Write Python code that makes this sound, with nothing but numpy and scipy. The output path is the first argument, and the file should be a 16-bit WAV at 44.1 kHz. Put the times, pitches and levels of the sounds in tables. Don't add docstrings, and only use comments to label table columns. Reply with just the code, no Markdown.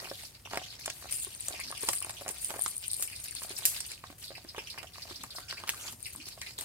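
import sys
import numpy as np
from scipy import signal
from scipy.fft import rfft, irfft, next_fast_len
from scipy.io import wavfile
from scipy.ndimage import uniform_filter1d, map_coordinates

SR = 44100
rng = np.random.default_rng(int(sys.argv[2]) if len(sys.argv) > 2 else 0)


def pcm_store(signal):
    levels = np.round(np.clip(np.atleast_2d(signal), -1, 1) * 32767)
    wavfile.write(sys.argv[1], SR, levels.astype(np.int16).T)


N = 293166
TIME = np.arange(N) / SR
AGE = np.arange(SR // 4) / SR


# (time [s], nominal level [dB])
TRICKLE_CURVE = [(0.0, -53.5), (0.44, -66.5), (1.39, -50.5), (1.76, -54), (1.91, -46.5), (2.26, -52.5),
                 (2.65, -46.5), (3.26, -49.5), (3.76, -48), (3.92, -63.5), (4.29, -66), (5.98, -57.5),
                 (6.24, -61.5), (6.65, -56)]
# (middle of the rise [s], hold [s], nominal level [dB])
SPILL_MOVES = [(0.148, 0.085, -55), (0.862, 0.18, -56), (1.098, .13, -42), (1.424, .09, -47.5),
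               (1.799, .18, -43.5), (2.274, 0.042, -45), (2.411, .05, -42), (2.586, 0.1, -46.5),
               (2.9, .13, -45), (3.274, 0.044, -51), (3.74, .17, -49.5), (5.33, 0.05, -53),
               (5.706, 0.044, -51), (5.811, 0.097, -51), (6.022, 0.05, -49.5), (6.16, 0.027, -55),
               (6.258, 0.025, -54), (6.388, 0.09, -56.5), (6.592, .06, -48)]


def fall_level():
    return effort(TRICKLE_CURVE, SPILL_MOVES, attack_s=.036, fall_db_per_s=168.5)


# (frequency [Hz], relative level [dB])
LANDING_SPECTRUM = [(900, -29), (2000, -15.5), (3000, -9), (4500, -7.5), (5600, -8), (6700, -6.5),
                    (7700, -1.5), (8900, 1.5), (10200, -1.5), (12500, -4.5), (15500, -9.5)]


def patter(level_db):
    blows = impacts(rate=2600, spread_db=3.3, lag_ms=.41, scatter_ms=.04)
    strays = impacts(rate=150, spread_db=3.5, lag_ms=.2, scatter_ms=.3)
    thin = np.clip((-48.5 - level_db) / 12, 0, .8)
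    stream = mottled(coloured(blows, LANDING_SPECTRUM), depth_db=6.5)
    loose = unit(coloured(strays, LANDING_SPECTRUM))
    hiss = np.sqrt(np.maximum(1 - thin ** 2, 0)) * stream + thin * loose

    single = impacts(rate=650, spread_db=2, lag_ms=.41, scatter_ms=.02)
    ticks = unit(filtered(single, lambda f: resonance(f, 8900, 1900) ** 3))
    ringing = amp(-5 + .5 * np.clip(level_db + 44.5, -30, 0))

    leftward = amp(np.clip(level_db + 60, 0, 8) * np.array([[.28], [-.28]]))
    return amp(level_db + 2 * wobble(70)) * (amp(-1.5) * hiss + ringing * ticks) * leftward


# (time [s], nominal peak [dB], left over right [dB])
HARD_TAPS = [(1.114, -32, 5), (1.1605, -21, 4), (1.1685, -26, 9), (1.1955, -26, 5), (1.2075, -34, 1),
             (1.221, -29, 9), (1.2385, -39, 7), (1.2475, -21.5, 8), (1.349, -27, 6), (1.4, -29, 1),
             (1.4065, -21.5, 6), (1.4828, -23.5, 16), (1.6, -27, 12), (1.713, -24.5, 7),
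             (1.7775, -27.5, 10), (1.8075, -32, 12), (1.8305, -20.5, 6), (1.8495, -28, 11),
             (1.9035, -30, 11), (1.9175, -33, 18), (1.9505, -33, 13), (1.9605, -24, 16), (1.9735, -23, 7),
             (2.005, -24, 6), (2.0245, -19.5, 4), (2.046, -23.5, 8), (2.108, -26, 5), (2.2885, -32, -4),
             (2.3115, -29.5, 13), (2.4645, -42, 5), (2.5935, -21, 2), (2.6125, -17, 8), (2.6205, -15.5, 14),
             (2.6365, -22, 10), (2.6495, -24, -1), (2.6795, -19, 9), (2.7575, -29, 6), (2.7665, -19.5, 5),
             (2.7795, -20.5, 6), (2.8805, -20, 12), (2.9145, -17, 7), (2.9325, -16, 6), (2.9425, -26, 16),
             (2.9665, -29, 16), (2.9955, -27, 11), (3.0075, -27.5, 19), (3.075, -26, 10), (3.132, -33, 7),
             (3.1625, -28, 6), (3.2835, -27, 6), (3.3095, -27.5, 13), (3.3503, -27, 13), (3.4935, -27, 5),
             (3.5865, -23, 10), (6.0275, -28.5, 13), (6.0645, -27, 11), (6.1605, -28, 9), (6.287, -29, 3)]


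def taps(fall_db, grain_hz=8900, width_hz=760, click_db=-12, upper_db=-17, trim_db=-7):
    out = np.zeros((2, N))
    t = AGE[:SR // 16]
    small = [(s, db + 10, -3 + 12.5 * rng.normal())
             for s, db in chances(fall_db, count=200, crowding=2, spread_db=.5)]
    for s, db, pan_db in list(HARD_TAPS) + small:
        hz = grain_hz * np.exp(.025 * rng.normal())
        upper_hz = grain_hz * rng.uniform(1.15, 1.5)
        blow = (t == 0) + amp(-43 - 60 * t / .024) * rng.standard_normal(len(t))
        ping = peaked(filtered(blow, lambda f: resonance(f, hz, width_hz) ** 3))
        upper = peaked(filtered(blow, lambda f: resonance(f, upper_hz, width_hz) ** 3))
        click = coloured(rng.standard_normal(len(t)) * amp(-60 * t / .008), LANDING_SPECTRUM)
        tap = ping + amp(upper_db) * upper + amp(click_db) * peaked(click)
        add(out, s, amp(db + trim_db) * placed(tap, lag_ms=.506, pan_db=pan_db))
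    return out


# (middle of the rise [s], hold [s], level [dB])
SPRAY_MOVES = [(0.01, 0.28, -54), (0.795, 0.0033, -49.5), (0.935, 0.086, -52), (1.109, 0.035, -39),
               (1.15, .04, -49), (1.446, 0.017, -47), (1.599, 0.0095, -44.5), (1.807, 0.089, -45),
               (1.928, .004, -35.5), (2.209, 0.011, -47), (2.418, 0.088, -47), (2.51, 0.14, -49.5),
               (2.678, .02, -45), (2.992, 0.06, -44), (3.0255, 0.001, -32), (3.237, 0.008, -38),
               (3.418, 0.03, -43), (3.576, .004, -37), (3.707, 0.074, -45), (3.863, .005, -50),
               (4.102, .004, -54.5), (4.181, 0.081, -51), (4.95, 0.32, -59.5), (5.352, 0.057, -51),
               (5.7, 0.23, -50.5), (6.127, 0.0094, -44.5), (6.268, 0.025, -64.5), (6.282, .004, -48),
               (6.58, .07, -47)]
# (frequency [Hz], relative level [dB])
SPRAY_SPECTRUM = [(1000, -15), (2500, -8), (5000, -10.5), (8000, -1.5), (10000, -1), (13000, -2),
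                  (15500, -8)]


def sprays():
    level_db = effort([(0, -67.5)], SPRAY_MOVES, attack_s=.0025, fall_db_per_s=550)
    blows = impacts(rate=3500, spread_db=2.5, lag_ms=.41, scatter_ms=.08)
    skitter = mottled(coloured(blows, SPRAY_SPECTRUM), depth_db=2.5)
    return amp(level_db) * placed(skitter, lag_ms=0, pan_db=3.5)


# (time [s], peak level [dB])
FOLD_JERKS = [(3.6538, -11.5), (3.6567, -17), (3.6592, -18)]
# (frequency [Hz], relative level [dB])
GUSH_SPECTRUM = [(500, -29), (2000, -14), (3300, -11.5), (5000, -6.5), (8500, 1), (12500, 1), (15500, -6)]


def gush(spill_db=-25, spill_t60=.3):
    out = np.zeros((2, N))
    for s, db in FOLD_JERKS:
        slips = crackle(lead=.00021, t60=.0054, tail_db=-17, tail_t60=.12)
        crack = peaked(coloured(slips, GUSH_SPECTRUM))
        add(out, s - .006, amp(db) * placed(crack, lag_ms=.41, pan_db=1))
    blows = impacts(rate=6900, spread_db=2, lag_ms=.41, scatter_ms=.069)
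    burst = mottled(coloured(blows, GUSH_SPECTRUM), depth_db=3)[:, :len(AGE)]
    add(out, FOLD_JERKS[0][0], burst * amp(spill_db - 60 * AGE / spill_t60))
    return out


# (time [s], nominal level [dB])
CREEP_CURVE = [(0.0, -50.5), (0.26, -52), (0.41, -65.5), (0.55, -53), (1.2, -51), (1.37, -57.5), (1.6, -50),
               (2.14, -56.5), (2.3, -55.5), (2.76, -62.5), (3.2, -53.5), (3.8, -48.5), (4.08, -61),
               (4.43, -63), (4.65, -59.5), (5.85, -56), (5.99, -65), (6.2, -55.5), (6.65, -59)]
# (middle of the rise [s], hold [s], nominal level [dB])
SLIDE_MOVES = [(0.18, 0.057, -52.5), (0.556, 0.11, -52), (0.957, 0.2, -60), (1.494, 0.055, -54),
               (1.827, .06, -45), (2.37, .08, -56), (2.649, 0.036, -54), (2.823, 0.017, -46.5),
               (3.359, 0.053, -51.5), (3.574, 0.046, -54), (3.723, 0.1, -54), (3.863, 0.079, -53),
               (4.219, 0.04, -50.5), (4.628, .11, -53), (4.941, 0.22, -53.5), (5.196, 0.033, -52),
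               (5.486, 0.11, -53.5), (5.68, 0.07, -52), (5.866, 0.022, -50.5), (6.449, 0.075, -55.5),
               (6.585, 0.08, -51.5)]


def slide_level():
    return effort(CREEP_CURVE, SLIDE_MOVES, attack_s=.013, fall_db_per_s=269.5)


# (frequency [Hz], relative level [dB])
SLIDE_SPECTRUM = [(600, -16.5), (1500, -9.5), (2400, -1), (3400, -5.5), (4600, 1.5), (6200, -6),
                  (9000, -11.5), (15500, -23)]


def slide(level_db):
    dense = impacts(rate=2600, spread_db=-1, lag_ms=.022, scatter_ms=.3)
    rush = mottled(coloured(dense, SLIDE_SPECTRUM), depth_db=5.5)
    sparse = impacts(rate=170, spread_db=1.2, lag_ms=.034, scatter_ms=.34)
    ticks = mottled(coloured(sparse, SLIDE_SPECTRUM), depth_db=5.5)
    return amp(level_db - 2 + 4.15 * wobble(40)) * (rush + amp(-1) * ticks)


# (time [s], nominal peak [dB], pitch [Hz])
FILM_SLIPS = [(0.0455, -48, 2560), (0.088, -54, 4150), (0.222, -53, 4180), (0.25, -47.5, 4860),
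              (0.349, -62, 2470), (0.4523, -48.5, 2926), (0.594, -52, 3280), (0.639, -53, 3270),
              (0.704, -50, 4530), (0.72, -50.5, 3520), (0.818, -50.5, 4920), (1.088, -52, 2800),
              (1.1247, -50, 2850), (1.25, -49.5, 3200), (1.318, -52, 3140), (1.548, -45, 2630),
              (1.6, -44, 2280), (1.635, -48.5, 5210), (1.675, -48, 4760), (1.772, -48, 2750),
              (2.0246, -46.5, 2560), (2.168, -47.5, 3020), (2.8384, -46.5, 2970), (2.9, -46, 4630),
              (2.9315, -45.5, 4460), (3.077, -49, 2610), (3.125, -48, 2330), (3.153, -48, 4580),
              (3.282, -54, 2560), (3.361, -45, 4380), (3.565, -45, 4900), (3.852, -54, 2900),
              (3.8883, -50, 4270), (4.239, -44.5, 4540), (4.2796, -45.5, 4260), (4.352, -47.5, 2440),
              (4.371, -52, 4550), (4.4884, -47, 4700), (4.563, -48.5, 3140), (4.5882, -45, 2690),
              (4.672, -45.5, 2870), (4.7, -42.5, 4610), (4.782, -44.5, 2474), (4.87, -56, 2920),
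              (4.935, -51, 4420), (4.98, -53, 4950), (5.021, -45, 4780), (5.1, -50, 3900),
              (5.159, -46, 4880), (5.3055, -46, 4240), (5.3593, -42, 4860), (5.483, -55, 2590),
              (5.507, -54, 2800), (5.535, -49, 4750), (5.572, -48, 2320), (5.88, -47.5, 3054),
              (6.048, -47.5, 4500), (6.057, -45, 2515), (6.2, -51, 2810), (6.256, -50.5, 5080),
              (6.304, -51.5, 4670), (6.325, -53, 4530), (6.417, -45, 2086), (6.464, -46.5, 2410),
              (6.581, -45.5, 3900)]


def rasps(slide_db, width=.2, spurt_t60=.11, t60=.15, linger_db=-5, overtone_db=-6, glide=.0876,
          fizz_db=-11, trim_db=-1.5):
    out = np.zeros((2, N))
    decay = amp(-60 * AGE / spurt_t60) + amp(linger_db - 60 * AGE / t60)
    shape = (1 - np.exp(-AGE / .0015)) * decay
    small = [(s, db + .5, 3900 * 2 ** (.3 * rng.normal()))
             for s, db in chances(slide_db, count=30, crowding=1, spread_db=2)]
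    for s, db, hz in list(FILM_SLIPS) + small:
        drift = glide * rng.normal() * np.tanh((AGE - .012) / .0475)
        phase = 2 * np.pi * np.cumsum(hz * (1 + drift)) / SR
        re, im = narrow_noise((2, 2, 3, len(AGE)), width * hz)
        octave = amp(overtone_db - 13.6 * max(np.log2(hz / 2600), 0))
        rub = re[0] * np.cos(phase) + im[0] * np.sin(phase)
        rub = rub + octave * (re[1] * np.cos(2 * phase) + im[1] * np.sin(2 * phase))
        rub = rub * unit(amp(2 * narrow_noise(len(AGE), width_hz=160)))
        fizz = unit(coloured(rng.standard_normal(rub.shape), LANDING_SPECTRUM))
        rub = rub + amp(fizz_db) * fizz
        heard = placed(rub[0], lag_ms=.08, pan_db=-4) + 1.54 * rub[1:]
        add(out, s - .0015, amp(db + trim_db) * shape / shape.max() * heard)
    return out


# (time [s], nominal level [dB])
GRIP_CURVE = [(0.0, -59.5), (0.31, -70), (2.16, -60.5), (3.02, -68.5), (3.66, -60.5), (3.85, -68),
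              (5.05, -67.5), (5.68, -59), (6.13, -70), (6.65, -60)]
# (middle of the rise [s], hold [s], nominal level [dB])
SQUEEZE_MOVES = [(0.0, .07, -51.5), (0.515, .06, -48.5), (0.976, .09, -58), (1.468, .08, -53.5),
                 (1.859, .03, -52), (2.01, .08, -55.5), (2.246, .05, -52.5), (2.491, .1, -51),
                 (2.988, .04, -56.5), (3.474, .25, -56.5), (4.294, .03, -59.5), (4.547, 0.028, -53),
                 (4.741, .09, -57.5), (5.044, .07, -55), (5.361, .56, -57), (6.578, .1, -53)]


def rustle_level():
    return effort(GRIP_CURVE, SQUEEZE_MOVES, attack_s=.015, fall_db_per_s=219)


# (frequency [Hz], relative level [dB])
WALL_SPECTRUM = [(120, -27), (300, -2), (650, -1), (1200, -2.5), (2000, -6.5), (4000, -17)]


def rustle(level_db):
    blows = impacts(rate=400, spread_db=3, lag_ms=.21, scatter_ms=.26)
    return amp(level_db - 3 + 2.9 * wobble(30)) * unit(coloured(blows, WALL_SPECTRUM))


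# (time [s], nominal peak [dB], panel pitch [Hz])
PANEL_BUCKLES = [(0.026, -38.5, 590), (0.053, -36.5, 764), (0.1125, -26.5, 560), (0.234, -42.5, 800),
                 (0.456, -39, 790), (0.472, -37, 1060), (0.511, -40, 764), (0.521, -39, 780),
                 (0.533, -26, 734), (0.543, -32, 766), (0.549, -39, 696), (0.557, -35, 920),
                 (0.579, -34, 740), (0.572, -24, 716), (0.615, -35, 754), (0.857, -36, 1430),
                 (0.877, -26, 620), (1.023, -39, 1080), (1.043, -38, 600), (1.054, -36, 750),
                 (1.268, -38, 390), (1.484, -37.5, 600), (1.507, -37, 710), (1.538, -36.5, 716),
                 (1.593, -32, 2050), (1.704, -34.5, 820), (1.724, -30, 1180), (1.833, -29, 450),
                 (1.886, -20, 1030), (1.892, -27.5, 554), (1.931, -38, 1130), (2.016, -36, 1140),
                 (2.046, -35.5, 1160), (2.067, -39, 764), (2.095, -33.5, 835), (2.21, -35, 610),
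                 (2.217, -33, 604), (2.261, -30, 730), (2.278, -32.5, 575), (2.289, -36, 900),
                 (2.299, -34.5, 460), (2.503, -28.5, 870), (2.511, -35, 600), (2.539, -30.5, 815),
                 (2.549, -40, 610), (2.561, -32.5, 500), (2.571, -42, 700), (2.589, -31.5, 780),
                 (2.66, -27.5, 1210), (2.996, -41.5, 552), (3.418, -36, 1105), (3.446, -36.5, 700),
                 (3.505, -34.5, 394), (3.621, -42, 1150), (3.651, -40, 380), (4.038, -31.5, 1150),
                 (4.1, -37, 298), (4.125, -42.5, 736), (4.304, -34.5, 543), (4.315, -40.5, 620),
                 (4.378, -38.5, 740), (4.4465, -36.5, 322), (4.546, -34, 1050), (4.579, -29.5, 456),
                 (4.5815, -32, 895), (4.742, -39.5, 1010), (4.776, -33.5, 2300), (4.833, -41.5, 730),
                 (4.842, -38, 674), (4.956, -39, 1130), (4.981, -36.5, 1100), (5.052, -41, 696),
                 (5.109, -36, 358), (5.237, -31, 1140), (5.349, -42, 690), (5.383, -30.5, 1060),
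                 (5.525, -32.5, 1380), (5.636, -30.5, 1100), (5.69, -27, 2100), (5.735, -36.5, 1190),
                 (5.883, -39, 1080), (6.149, -39.5, 1045), (6.267, -44, 374), (6.376, -43, 800),
                 (6.414, -43, 2130)]
# (frequency [Hz], width [Hz], relative level [dB])
BAG_MODES = [(380, 720, -8.5), (770, 110, 2.5), (1105, 78, 4.5), (1520, 62, -2.5), (1665, 110, -0.5),
             (2560, 2100, -10)]
PANEL_CYCLES = 12.8


def bag_response(f):
    return sum((-1) ** k * amp(db) * resonance(f, centre, width)
               for k, (centre, width, db) in enumerate(BAG_MODES))


def pops(rustle_db, overtone_db=-9, flutter_t60=.076, flutter_db=-15, body_db=-3, snap_db=16, trim_db=-4.5):
    out = np.zeros((2, N))
    t = np.maximum(AGE - .006, 0)
    small = [(s, db + 10, 917 * 2 ** (.45 * rng.normal()))
             for s, db in chances(rustle_db, count=30, crowding=1.4, spread_db=4.5)]
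    for s, db, hz in list(PANEL_BUCKLES) + small:
        t60 = PANEL_CYCLES / hz
        overtone = np.sin(2 * np.pi * hz * rng.uniform(1.76, 2.17) * t)
        panel = np.sin(2 * np.pi * hz * t) + amp(overtone_db - 30 * t / t60) * overtone
        panel = panel * amp(-60 * t / t60) * (1 - np.exp(-t / .00021))
        push = crackle(lead=.004, t60=.0082, tail_db=flutter_db, tail_t60=flutter_t60)
        push[np.argmax(t > 0)] += amp(snap_db)
        body = filtered(push, bag_response)
        pop = peaked(peaked(panel) + amp(body_db) * peaked(body))
        add(out, s - .0045, amp(db + trim_db) * placed(pop, lag_ms=.11, pan_db=-1.5))
    return out


# (time [s], nominal peak [dB], left over right [dB], nominal body boost [dB])
CREASE_SNAPS = [(0.511, -30, 2, 6), (0.5315, -27, -2, 10), (0.5435, -27, -2, 11), (0.5565, -22.5, -3, 6),
                (0.5723, -15.5, 1, 6), (0.858, -16, 0, -10), (0.8783, -21, 3, 5), (0.9005, -17, 1, -2),
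                (1.4835, -13.5, -0.5, -19), (1.8875, -7.5, -2.5, -4.5), (1.8898, -20, 7, -9),
                (1.9322, -13.5, -1, -7.5), (1.9345, -20, 3, -14), (2.094, -21.5, -2, -6),
                (2.2795, -17.5, 1, -11.5), (2.289, -19, -10, -15), (2.5041, -22.5, -6, -1),
                (2.6608, -14, -1, -7), (3.0238, -10.5, 2, -28), (3.03, -22.5, 5, -25),
                (3.3504, -25, 7, -19), (3.434, -22, -1, -20), (3.804, -19, -5, -11.5),
                (3.8635, -25, -2, -29), (3.9175, -29, 0, -35), (4.3805, -36.5, 0, 10), (4.4465, -54, 2, 12),
                (4.581, -26, -2, 7), (4.7778, -30, 0, 4), (4.7845, -29, -4, 7), (5.2346, -25.5, 5, -23),
                (5.5255, -25.5, -1, 4), (5.6755, -22.5, -1, -3), (5.683, -24, 0, -2),
                (5.6919, -8, -2.5, -7), (5.6985, -18, 8, -6), (5.744, -27, -2, -3), (5.8845, -35, -2, -6),
                (5.9235, -28.5, -2, -22), (6.4152, -20.5, 3, -1), (6.587, -19, 1, -16),
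                (6.609, -21, 2.5, -14)]
# (frequency [Hz], relative level [dB])
CREASE_SPECTRUM = [(400, -13.5), (1500, -1.5), (4000, -2.5), (8500, 4.5), (12000, -3.5), (16000, -9)]


def crinkles(rustle_db, tail_db=-14, snap_db=9, trim_db=-10):
    out = np.zeros((2, N))
    small = [(s, min(db + 20.5, -33), 11 * rng.normal(), 1)
             for s, db in chances(rustle_db, count=40, crowding=.51, spread_db=0)]
    for s, db, pan_db, body_db in list(CREASE_SNAPS) + small:
        crack = crackle(lead=.0008, t60=.015, tail_db=tail_db, tail_t60=.028)
        crack[round(.006 * SR)] += amp(snap_db)
        crack = coloured(crack, CREASE_SPECTRUM)
        shelf_db = np.clip(body_db + 10, -15, 15)
        crack = filtered(crack, lambda hz: amp(shelf_db / (1 + (hz / 5000) ** 4)))
        lag_ms = .072 + .033 * rng.normal()
        add(out, s - .0052, amp(db + trim_db) * placed(peaked(crack), lag_ms=lag_ms, pan_db=pan_db))
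    return out


# (start [s], end [s], nominal level [dB], first pitch [Hz], last pitch [Hz], width [Hz])
FILM_DRAGS = [(1.623, 1.739, -61.5, 271, 298, 55), (5.157, 5.276, -59, 253, 219, 62),
              (5.278, 5.72, -61.5, 1375, 1690, 190), (5.66, 5.948, -60, 1670, 1180, 190),
              (5.781, 5.923, -49, 6220, 7400, 1000), (5.88, 6.021, -63.5, 262, 203, 60.3),
              (6.139, 6.237, -56.5, 235, 300, 70.4)]


def rubs():
    out = np.zeros((2, N))
    for start, end, db, first_hz, last_hz, width_hz in FILM_DRAGS:
        n = max(int((end - start) * SR), 256)
        phase = 2 * np.pi * np.cumsum(np.linspace(first_hz, last_hz, n)) / SR
        grip = amp(1.5 * narrow_noise(n, width_hz=29))
        a, b = unit(grip * narrow_noise((2, n), width_hz))
        tone = placed(a * np.cos(phase) + b * np.sin(phase), lag_ms=.023, pan_db=1)
        add(out, start, amp(db) * signal.windows.tukey(n, .6) * tone)
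    return out


# (frequency [Hz], relative level [dB], 60 dB decay [s])
BOWL_MODES = [(738, 0, .6), (1141, -2, .4), (7724, -3, .2), (8988, 0, .15), (9121, -1, .15),
              (9557, -2, .15), (9740, -3, .15), (10528, 0, .2), (11199, -1, .2), (11326, 0, .2),
              (11563, -2, .2), (11658, 0, .2), (12409, 0, .2), (13770, -1, .2)]


def bowl(blows):
    t = np.arange(SR) / SR
    ring = sum(amp(db - 60 * t / t60) * np.sin(2 * np.pi * (hz * t + rng.random((2, 1))))
               for hz, db, t60 in BOWL_MODES)
    return signal.fftconvolve(blows, ring / np.linalg.norm(ring[0]), axes=1)[:, :N]


# (frequency [Hz], 60 dB decay [s])
YARD_DECAY = [(200, 0.099), (1500, 0.085), (8000, 0.13), (16000, 0.0067)]


def yard(x):
    hz, t, z = signal.stft(rng.standard_normal((2, SR // 3)), SR, nperseg=256)
    decay = amp(-60 * t / along(YARD_DECAY, hz)[:, None])
    tail = signal.istft(z * decay, SR, nperseg=256)[1]
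    tail = np.pad(tail, ((0, 0), (130, 0)))
    return signal.fftconvolve(x, tail / np.linalg.norm(tail[0]), axes=1)[:, :N]


# (frequency [Hz], relative level [dB])
RUMBLE_SPECTRUM = [(20, -44), (35, -25), (52, 2), (80, 0.5), (105, 1.5), (140, -4), (250, -13.5),
                   (500, -17), (1200, -25), (4000, -27), (15000, -26)]


def background(rumble_db=-58, hum_db=-68, hum_hz=102.8):
    noise = rng.standard_normal(N) + .29 * rng.standard_normal((2, N))
    air = unit(coloured(noise, RUMBLE_SPECTRUM))
    hum = np.sin(2 * np.pi * hum_hz * TIME + 2 * wobble(9.5))
    return amp(rumble_db) * air + amp(hum_db) * unit(hum)


def impacts(rate, spread_db, lag_ms, scatter_ms):
    draw = np.random.default_rng(rng.integers(2 ** 31)).random((int(rate * N / SR), 4))
    size = amp(-spread_db * np.log(np.maximum(draw[:, 1], np.exp(-4)))) * np.sign(draw[:, 2] - .5)
    lag = (lag_ms + scatter_ms * (2 * draw[:, 3] - 1)) * SR / 1000
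    at = draw[:, 0] * N
    return np.array([np.bincount(np.round(at + d).astype(int) % N, size, N) for d in (lag, 0)])


def crackle(lead, t60, tail_db, tail_t60):
    t = AGE - .006
    before = .3 * np.exp(-np.abs(t) / lead)
    after = amp(-60 * np.abs(t) / t60) + amp(tail_db - 60 * np.abs(t) / tail_t60)
    slips = unit(amp(3 * np.clip(narrow_noise(len(t), width_hz=700), -2, 1.5)))
    return slips * rng.standard_normal(len(t)) * np.where(t < 0, before, after)


def effort(rest, moves, attack_s, fall_db_per_s):
    power = amp(np.interp(TIME, *np.transpose(rest))) ** 2
    for s, hold, db in moves:
        rise = np.clip((TIME - s) / attack_s + .5, 0, 1)
        fall_db = fall_db_per_s * np.maximum(TIME - s - hold, 0)
        power = power + (rise * amp(db - fall_db)) ** 2
    return 10 * np.log10(power)


def chances(level_db, count, crowding, spread_db):
    tally = np.cumsum(amp(crowding * level_db))
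    quantile = (np.arange(count) + rng.random(count)) / count
    at = np.searchsorted(tally, quantile * tally[-1])
    return np.transpose([TIME[at], level_db[at] + spread_db * rng.standard_normal(count)])


def mottled(x, depth_db):
    z = signal.stft(x, nperseg=256)[2]
    field = rng.standard_normal(z.shape[1:])
    field = uniform_filter1d(uniform_filter1d(field, size=4, axis=0), size=4, axis=1)
    return unit(signal.istft(z * amp(depth_db * unit(field)), nperseg=256)[1][:, :x.shape[-1]])


def narrow_noise(shape, width_hz):
    return unit(filtered(rng.standard_normal(shape), lambda f: 1 / (1 + (f / width_hz) ** 4)))


def wobble(rate):
    return map_coordinates(rng.standard_normal(int(N * rate / SR) + 4), [TIME * rate])


def resonance(f, centre, width):
    return 1j * f * width / (centre ** 2 - f ** 2 + 1j * f * width)


def placed(x, lag_ms, pan_db):
    side = np.array([[.5], [-.5]])
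    delayed = filtered(x, lambda hz: np.exp(-2j * np.pi * hz * side * lag_ms / 1000))
    return amp(side * pan_db) * delayed


def filtered(x, response):
    n = x.shape[-1]
    m = next_fast_len(n + 4096)
    return irfft(rfft(x, m) * response(np.fft.rfftfreq(m, 1 / SR)), m)[..., :n]


def coloured(x, spectrum):
    return filtered(x, lambda hz: amp(along(spectrum, hz)))


def along(points, hz):
    f, v = np.transpose(points)
    return np.interp(np.log(hz + 1), np.log(f), v)


def amp(db):
    return 10 ** (np.asarray(db) / 20)


def unit(x):
    return x / np.sqrt(np.mean(x ** 2) + 1e-20)


def peaked(x):
    return x / np.sqrt(uniform_filter1d(x ** 2, size=44).max() + 1e-20)


def add(track, s, sound):
    part = track[:, max(round(s * SR), 0):][:, :sound.shape[-1]]
    part += sound[..., :part.shape[-1]]


def scene():
    fall_db, slide_db, rustle_db = fall_level(), slide_level(), rustle_level()
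    falling = patter(fall_db) + sprays() + gush()
    pings = taps(fall_db)
    moving_rice = slide(slide_db) + rasps(slide_db)
    bag = moving_rice + rustle(rustle_db) + pops(rustle_db) + crinkles(rustle_db) + rubs()
    steel = bowl(amp(-21) * (falling + pings) + amp(-26) * bag)
    echo = amp(-11) * yard(falling + bag + amp(-6) * pings)
    return falling + pings + bag + steel + echo + background()


def record(dry):
    return filtered(dry, lambda hz: 1 / np.sqrt(1 + (hz / 15750) ** 160))


dry = scene()
out = record(dry)
pcm_store(out)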